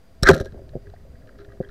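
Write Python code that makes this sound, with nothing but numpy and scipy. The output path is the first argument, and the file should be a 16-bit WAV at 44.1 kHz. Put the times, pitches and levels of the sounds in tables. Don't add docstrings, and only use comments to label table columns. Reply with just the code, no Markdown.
import sys
import numpy as np
from scipy import signal
from scipy.io import wavfile

SR = 44100
rng = np.random.default_rng(int(sys.argv[2]) if len(sys.argv) > 2 else 0)


def store_wav(level_fs):
    pcm = np.round(np.clip(np.atleast_2d(level_fs), -1, 1) * 32767)
    wavfile.write(sys.argv[1], SR, pcm.T.astype(np.int16))


def voltage_ratio(decibels):
    exponent = np.asarray(decibels, float) / 20
    return 10 ** exponent


N = 74970
T = np.arange(N) / SR

# f/Hz, level/dB, time to fall 60 dB/s
LOW_MODES = [(87, -5.5, 0.067), (160, -6.5, 0.36), (230, -16.5, 0.046), (393.6, -0.5, 0.089),
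             (537.4, -5.5, 0.099), (662, -1.5, 0.036)]
# f/Hz, level/dB, time to fall 60 dB/s
MID_MODES = [(983, -14.5, 0.0028), (1246, -6.5, 0.027), (1386, -2.5, 0.028), (1618, 1, 0.023),
             (1813, -4, 0.021), (1965, -9, 0.011), (2434, -11, 0.0056)]
SCRAPE_TOP_HZ = 7114


def rms_one(x):
    return x / np.sqrt(np.mean(x ** 2) + 1e-20)


def curve(rows, size=1):
    rows = np.array(rows)
    return voltage_ratio(np.interp(T, rows[:, 0], rows[:, size], -120, -120))


def drift(rate):
    r = np.exp(-2 * np.pi * rate / SR)
    wander = signal.lfilter([1], [1, -2 * r, r * r], rng.standard_normal(N + SR))
    return rms_one(wander[SR:])


def ring(x, hz, t60):
    r = voltage_ratio(-60 / (t60 * SR))
    w = 2 * np.pi * hz / SR
    return signal.lfilter([0, np.sin(w)], [1, -2 * r * np.cos(w), r * r], x + 1e-18)


def body(x, modes):
    return sum((-1) ** k * voltage_ratio(db) * ring(x, hz, t60) for k, (hz, db, t60) in enumerate(modes))


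def cut(x, hz, kind, order=2):
    return signal.sosfilt(signal.butter(order, hz, kind, fs=SR, output="sos"), x)


def grains(per_s, spread_db):
    size = voltage_ratio(spread_db * np.minimum(rng.exponential(1, N), 4)) * rng.choice([-1, 1], N)
    return rms_one(size * (rng.random(N) < per_s / SR))


def bursts(rows):
    out = np.zeros(N)
    noise = grains(12000, 2.8)
    for s, db, length in rows:
        t = T - s
        fade = np.exp(-np.maximum(t, 0) / max(length, 2e-4))
        hit = noise * fade * np.clip(t / 4e-4, 0, 1)
        out += voltage_ratio(db) * hit / np.sqrt(np.sum(hit ** 2) + 1e-20)
    return out


def damped_swings(times, rows):
    out = np.zeros(N)
    for s, (db, hz, t60) in zip(times, rows):
        t = np.maximum(T - s, 0)
        out += voltage_ratio(db - 60 * t / t60) * np.sin(2 * np.pi * hz * t) * np.minimum(t / .002, 1)
    return out


def rattle(x):
    # f/Hz, sharpness Q, added gain
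    peaks = [(4094, 9.8, 4.5), (5780, 8, 3.1), (7700, 17, 0.99), (12540, 2.5, 3.2)]
    crack = cut(cut(x, 2300, "high"), 4900, "low")
    return crack + sum(gain * signal.lfilter(*signal.iirpeak(hz, q, SR), crack) for hz, q, gain in peaks)


def slam():
    # f/Hz, level/dB, time to fall 60 dB/s
    tones = [(396.3, 2.5, 0.018), (534.4, -5.5, 0.087), (157, -10.5, 0.19), (82.5, -9, 0.058),
             (381.4, -16.5, .13)]
    start_s, attack_s, hold_s = .2903, 0.0015, .0165
    pitch_wobble, rough_db = .006, 2.5
    t = np.maximum(T - start_s, 0)
    out = 0
    for hz, db, t60 in tones:
        phase = 2 * np.pi * hz * np.cumsum((1 + pitch_wobble * drift(60)) * (t > 0)) / SR
        fade_db = -60 * np.maximum(t - hold_s, 0) / t60
        out = out + voltage_ratio(db + fade_db + rough_db * drift(80)) * np.sin(phase)
    return out * np.minimum(t / attack_s, 1)


def pushes():
    starts = [.2268, .238, .3385, .4072, .422, .526]
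    # peak level/dB, f/Hz, time to fall 60 dB/s
    swings = [(-5.5, 114, 0.038), (-8, 35, 0.088), (-4, 160, 0.018), (-4.5, 72, 0.016), (-20, 250, 0.018),
              (-27, 116, 0.018)]
    return damped_swings(starts, swings)


def slide():
    # t/s, level/dB, treble level/dB
    scrape = [(.232, -35, -36.5), (.2425, -37.5, -43.5), (.245, -36, -73), (.2485, -29, -41.5),
              (.265, -20, -37), (.277, -18, -33.5), (.284, -16.5, -30.5), (.290, -8.5, -24),
              (.296, -25.5, -26.5)]
    x = grains(3000, 4.8)
    mix = rms_one(body(x, MID_MODES)) + voltage_ratio(-11) * rms_one(body(x, LOW_MODES))
    treble = rms_one(cut(rattle(x), SCRAPE_TOP_HZ, "low"))
    return curve(scrape) * mix + curve(scrape, size=2) * treble


def slips():
    # t/s, level/dB, burst length/s
    events = [(.2372, -30.5, .001), (.242, -27.5, .001), (.2464, -29.5, .001), (.253, -19, .0012),
              (.2608, -21.5, .0015), (.2665, -12.5, .002), (.2683, -13, .001), (.2716, -10.5, .0015),
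              (.2748, -17, .0015), (.2785, -15, .0015), (.2825, -17.5, .0015), (.2855, -8, .002),
              (.2875, -2.5, .001)]
    # f/Hz, level/dB, time to fall 60 dB/s
    modes = [(1315, -8.5, .025), (1460, -8, 0.043), (1594, 1, 0.032), (1751, -0.5, 0.018),
             (2030, -9.5, 0.024)]
    return body(bursts(events), modes)


def trigger():
    # t/s, level/dB, burst length/s
    clicks = [
        (.2248, -32, 0.003),
        (.2285, -26, 0.0017),
        (.2316, -8.5, 0.0023),
        (.2385, -26, 0.00076),
    ]
    # f/Hz, level/dB, time to fall 60 dB/s
    high_modes = [(3920, -1, 0.0076), (5500, -6, 0.0099), (6414, -17.5, .008), (8050, -4, 0.003),
                  (9750, -15.5, 0.0023), (11100, -11.5, .0025)]
    sear = bursts(clicks)
    low = body(voltage_ratio(-12.5) * sear, LOW_MODES[2:])
    return body(sear, high_modes) + body(voltage_ratio(-5.5) * sear, MID_MODES) + low


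def ticks():
    # t/s, treble peak level/dB, burst length/s, middle-mode level against treble/dB
    events = [(.1505, -58.5, 0.0013, -4), (0.2738, -26, 0.0018, 18.5), (0.2802, -21.5, .001, -5),
              (0.2828, -24, .001, -14), (0.309, -30, .001, -1), (0.3974, -44.5, 0.00092, 16.5),
              (0.3239, -41, .002, -7.5), (0.4222, -51, .002, -9), (.469, -56, .002, -4),
              (0.869, -55.5, 0.0024, 1.5), (1.417, -63.5, 0.0018, 2.5), (1.626, -56, 0.0019, 6.5),
              (0.2894, -3, 0.003, 1), (0.2972, -27, 0.0027, 6), (0.301, -14, 0.0034, 6),
              (0.312, -19, 0.00255, 4), (0.333, -28.5, 0.0013, 7.5), (0.3371, -30, 0.0029, 5.5),
              (0.3411, -25, 0.0018, -17), (0.3465, -22, 0.0017, -7), (0.353, -34, 0.0018, 4),
              (0.3637, -31, 0.0022, -4), (0.3783, -35, 0.0018, -2.5), (0.3855, -38.5, 0.0022, -2),
              (0.4007, -29.5, 0.0034, -7.5), (0.409, -33.5, 0.0034, -3), (0.4131, -41, .003, -12),
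              (0.446, -42, 0.005, -11), (0.4556, -39, 0.0059, 2), (0.5212, -48.5, 0.0028, 0.5),
              (0.6909, -45, 0.0023, -7.5), (0.899, -51, 0.0016, -6), (0.9392, -56.5, .004, 1.5),
              (1.2726, -53, .002, 2.5), (1.2898, -60, .002, 15.5), (1.385, -47, 0.0092, 4),
              (1.4012, -50.5, 0.017, 6), (1.4466, -50.5, 0.0029, 4.5), (1.521, -54.5, .0035, 1),
              (1.688, -48.5, 0.0047, 5.5)]
    far_from_s, far_top_hz, far_db = .5, 4800, 2.5
    hard = bursts([(s, db + 11, length) for s, db, length, _ in events])
    middle = bursts([(s, db + mid_db - 3, length) for s, db, length, mid_db in events])
    near = T < far_from_s
    far = voltage_ratio(far_db) * cut(hard * ~near, far_top_hz, "low", order=4)
    low = body(voltage_ratio(-1) * middle * near, LOW_MODES[2:])
    return rattle(hard * near + far) + body(middle, MID_MODES) + low


def taps():
    # t/s, peak level/dB
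    events = [(0.3206, -25.5), (0.3734, -35.5), (0.4234, -54), (0.7339, -49.5), (0.821, -56.5),
              (0.855, -53.5), (0.8683, -47), (.896, -56), (0.925, -54), (0.961, -52), (0.9984, -54.5),
              (1.0368, -59), (1.1511, -49.5), (1.2173, -53.5), (1.276, -50), (1.3244, -53.5),
              (1.3497, -52.5), (1.4134, -47), (1.486, -48), (1.4996, -48.5), (1.518, -44.5),
              (1.5314, -53.5), (1.563, -58.5), (1.5711, -50.5), (1.6095, -49.5), (1.6242, -45),
              (1.634, -41.5), (1.6454, -43), (1.661, -49), (1.6712, -48.5)]
    # f/Hz, level/dB, time to fall 60 dB/s
    modes = [(1230, -6.5, 0.03), (1390, -5, 0.018), (1660, 1, .025), (1920, -1.5, 0.03), (2024, -7, 0.01)]
    dull = bursts([(s, db - 4, 0.0041) for s, db in events])
    return body(dull, modes) + body(voltage_ratio(-11.5) * dull, LOW_MODES[2:])


def bumps():
    # t/s, level/dB, burst length/s
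    events = [(.356, -20.5, .001), (.372, -26.5, 0.00053), (.402, -32, 0.0018), (.409, -25, 0.0024),
              (.4245, -40, 0.00091), (.4585, -34, 0.0019), (.543, -38.5, 0.0036), (.560, -41.5, 0.0036),
              (.574, -37, 0.0031), (.590, -38, 0.0042), (.601, -47, .003), (.616, -41, 0.0035),
              (.664, -51, 0.0016), (.683, -47.5, 0.0032), (.848, -46, 0.00077), (1.337, -56, 0.0021),
              (1.497, -45.5, .003), (1.530, -43.5, 0.0033)]
    # f/Hz, level/dB, time to fall 60 dB/s
    modes = [(376.6, 0, 0.053), (544, -3, 0.065), (638, -1.5, 0.013)]
    return body(bursts(events), modes)


def pings():
    starts = [.4575, 1.647, .937, .7345, 1.05, .3128]
    # level/dB, f/Hz, time to fall 60 dB/s
    rings = [(-49, 1300, 0.025), (-49, 3230, 0.023), (-32.5, 680, 0.026), (-39, 605, 0.13),
             (-42.5, 540, .045), (-11, 770, 0.014)]
    return damped_swings(starts, rings)


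def squeak():
    # start t/s, length/s, level/dB, from f/Hz, to f/Hz, fade/dB
    glide = (.459, .034, -46.5, 1600, 1665, -6)
    s, length, db, from_hz, to_hz, fade_db = glide
    u = np.clip((T - s) / length, 0, 1)
    phase = 2 * np.pi * np.cumsum(from_hz + (to_hz - from_hz) * np.sqrt(u)) / SR
    edges = np.clip(10 * np.minimum(u, 1 - u), 0, 1)
    return voltage_ratio(db + fade_db * u + 2 * drift(90)) * edges * np.sin(phase)


def knocks():
    # t/s, level/dB, direction (-1 press, 1 rebound)
    events = [
        (0.7539, -18, -1),
        (0.7637, -21, 1),
        (.7720, -29.5, 1),
        (1.603, -14.5, -1),
        (1.6085, -18, -1),
    ]
    # f/Hz, level/dB, time to fall 60 dB/s
    modes = [(136, -2.5, 0.029), (223.7, -7.5, 0.03), (406.7, -2.5, 0.028), (511.6, -2.5, 0.04),
             (633, -8, 0.029)]
    contact_hz = 500
    out = np.zeros(N)
    for s, db, direction in events:
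        pulse = np.exp(-.5 * ((T - s) * 2 * np.pi * contact_hz) ** 2)
        push = pulse / pulse.sum()
        out += np.sign(direction) * sum(voltage_ratio(db + mode_db) * ring(push, hz, t60) for hz, mode_db, t60 in modes)
    return cut(cut(out, 755, "low", order=4), 109.7, "high", order=1)


def rubbing():
    # t/s, hollow tone level/dB, level of the tones around it/dB
    strength = [(0, -90, -72.5), (.2, -86, -66.5), (.3, -33, -27.5), (.45, -51, -49), (.51, -64, -61),
                (.55, -58, -49.5), (.61, -59, -59), (.65, -62, -58.5), (.84, -63, -64), (.875, -46, -66),
                (.93, -64.5, -71), (1.1, -66, -61.5), (1.36, -67.5, -58), (1.4, -46, -63),
                (1.5, -56, -58.5), (1.59, -58.5, -65), (1.64, -47.5, -59.5), (1.7, -53, -68.5)]
    hollow_hz, hollow_noise_db = 404, -9
    rough = rms_one(ring(grains(1500, 1.3), 360, 0.037))
    hollow = rms_one(np.sin(2 * np.pi * hollow_hz * T) + voltage_ratio(hollow_noise_db) * rough)
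    # f/Hz, level/dB, time to fall 60 dB/s
    nearby_modes = [(220, -1.0, 0.069), (278, -1, 0.055), (508, 3.0, 0.042),
                    (546, -1.0, 0.064), (624, -3.5, 0.076), (758, -12.5, .04)]
    nearby = rms_one(body(grains(950, 0.54), nearby_modes))
    clicks = rms_one(body(grains(510, 2.5), MID_MODES))
    return curve(strength) * hollow + curve(strength, size=2) * (voltage_ratio(2.5) * nearby + voltage_ratio(-20.0) * clicks)


def fizz():
    # t/s, level/dB
    strength = [(.3, -33), (.35, -47), (.41, -48.5), (.44, -60.5), (.48, -65), (.52, -74)]
    x = grains(3800, 5.6)
    treble = cut(rattle(x), SCRAPE_TOP_HZ, "low")
    return curve(strength) * rms_one(body(x, MID_MODES) + voltage_ratio(13.0) * treble)


def water():
    # t/s, level/dB
    surge = [
        (0.0, -64.5),
        (0.316, -42.5),
        (1.7, -52.5),
    ]
    top_hz, lump_db = 93, 2
    low = cut(cut(rng.standard_normal(N + SR), top_hz, "low", order=3), 15, "high")[SR:]
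    return curve(surge) * voltage_ratio(2 + lump_db * drift(17)) * rms_one(low)


def electronics():
    # f/Hz, level/dB
    colour = [(88, -32), (150, -3.5), (662, -15.5), (887, -19.5), (1660, -21), (2450, -27), (4760, -30),
              (14800, -40.5), (16000, -52.5)]
    whine_hz, whine_width_hz = 4790, 50
    hum_hz, hum_t60_s = 664, .2
    hz, db = np.transpose(colour)
    edges = 140 * 2 ** np.arange(0, 7.1, .5)
    white = rng.standard_normal((2, N))
    hiss = 0
    for k, (low, high) in enumerate(zip(edges, edges[1:])):
        band_db = np.interp(np.log(low * high) / 2, np.log(hz), db)
        hiss = hiss + voltage_ratio(band_db) * cut(white[k % 2], [low, high], "band")
    top_hiss = cut(white[0, ::-1], 13000, "high")
    whine = ring(rng.standard_normal(N), whine_hz, np.log(1000) / np.pi / whine_width_hz)
    hum = ring(white[1, ::-1], hum_hz, hum_t60_s)
    all_hiss = voltage_ratio(-61) * rms_one(hiss) + voltage_ratio(-78) * rms_one(top_hiss)
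    return all_hiss + voltage_ratio(-79) * rms_one(whine) + voltage_ratio(-68.5) * rms_one(hum)


def scene():
    shot = slam() + pushes() + slide() + slips() + trigger()
    loose_parts = ticks() + taps() + bumps() + pings() + squeak()
    handling = knocks() + rubbing()
    background = fizz() + water() + electronics()
    return (shot + loose_parts + handling + background)[None]


def band_limit(x):
    return signal.sosfilt(signal.butter(12, 15400, fs=SR, output="sos"), x)


def record(dry):
    clip_level, clip_hard = .72, 5.0
    x = dry / (0.5 + np.abs(dry / clip_level) ** clip_hard) ** (1 / clip_hard)
    x = cut(x, 14, "high", order=1)
    x = cut(x, 15900, "low", order=16)
    return band_limit(x - .0027)


dry = scene()
out = record(dry)
store_wav(out)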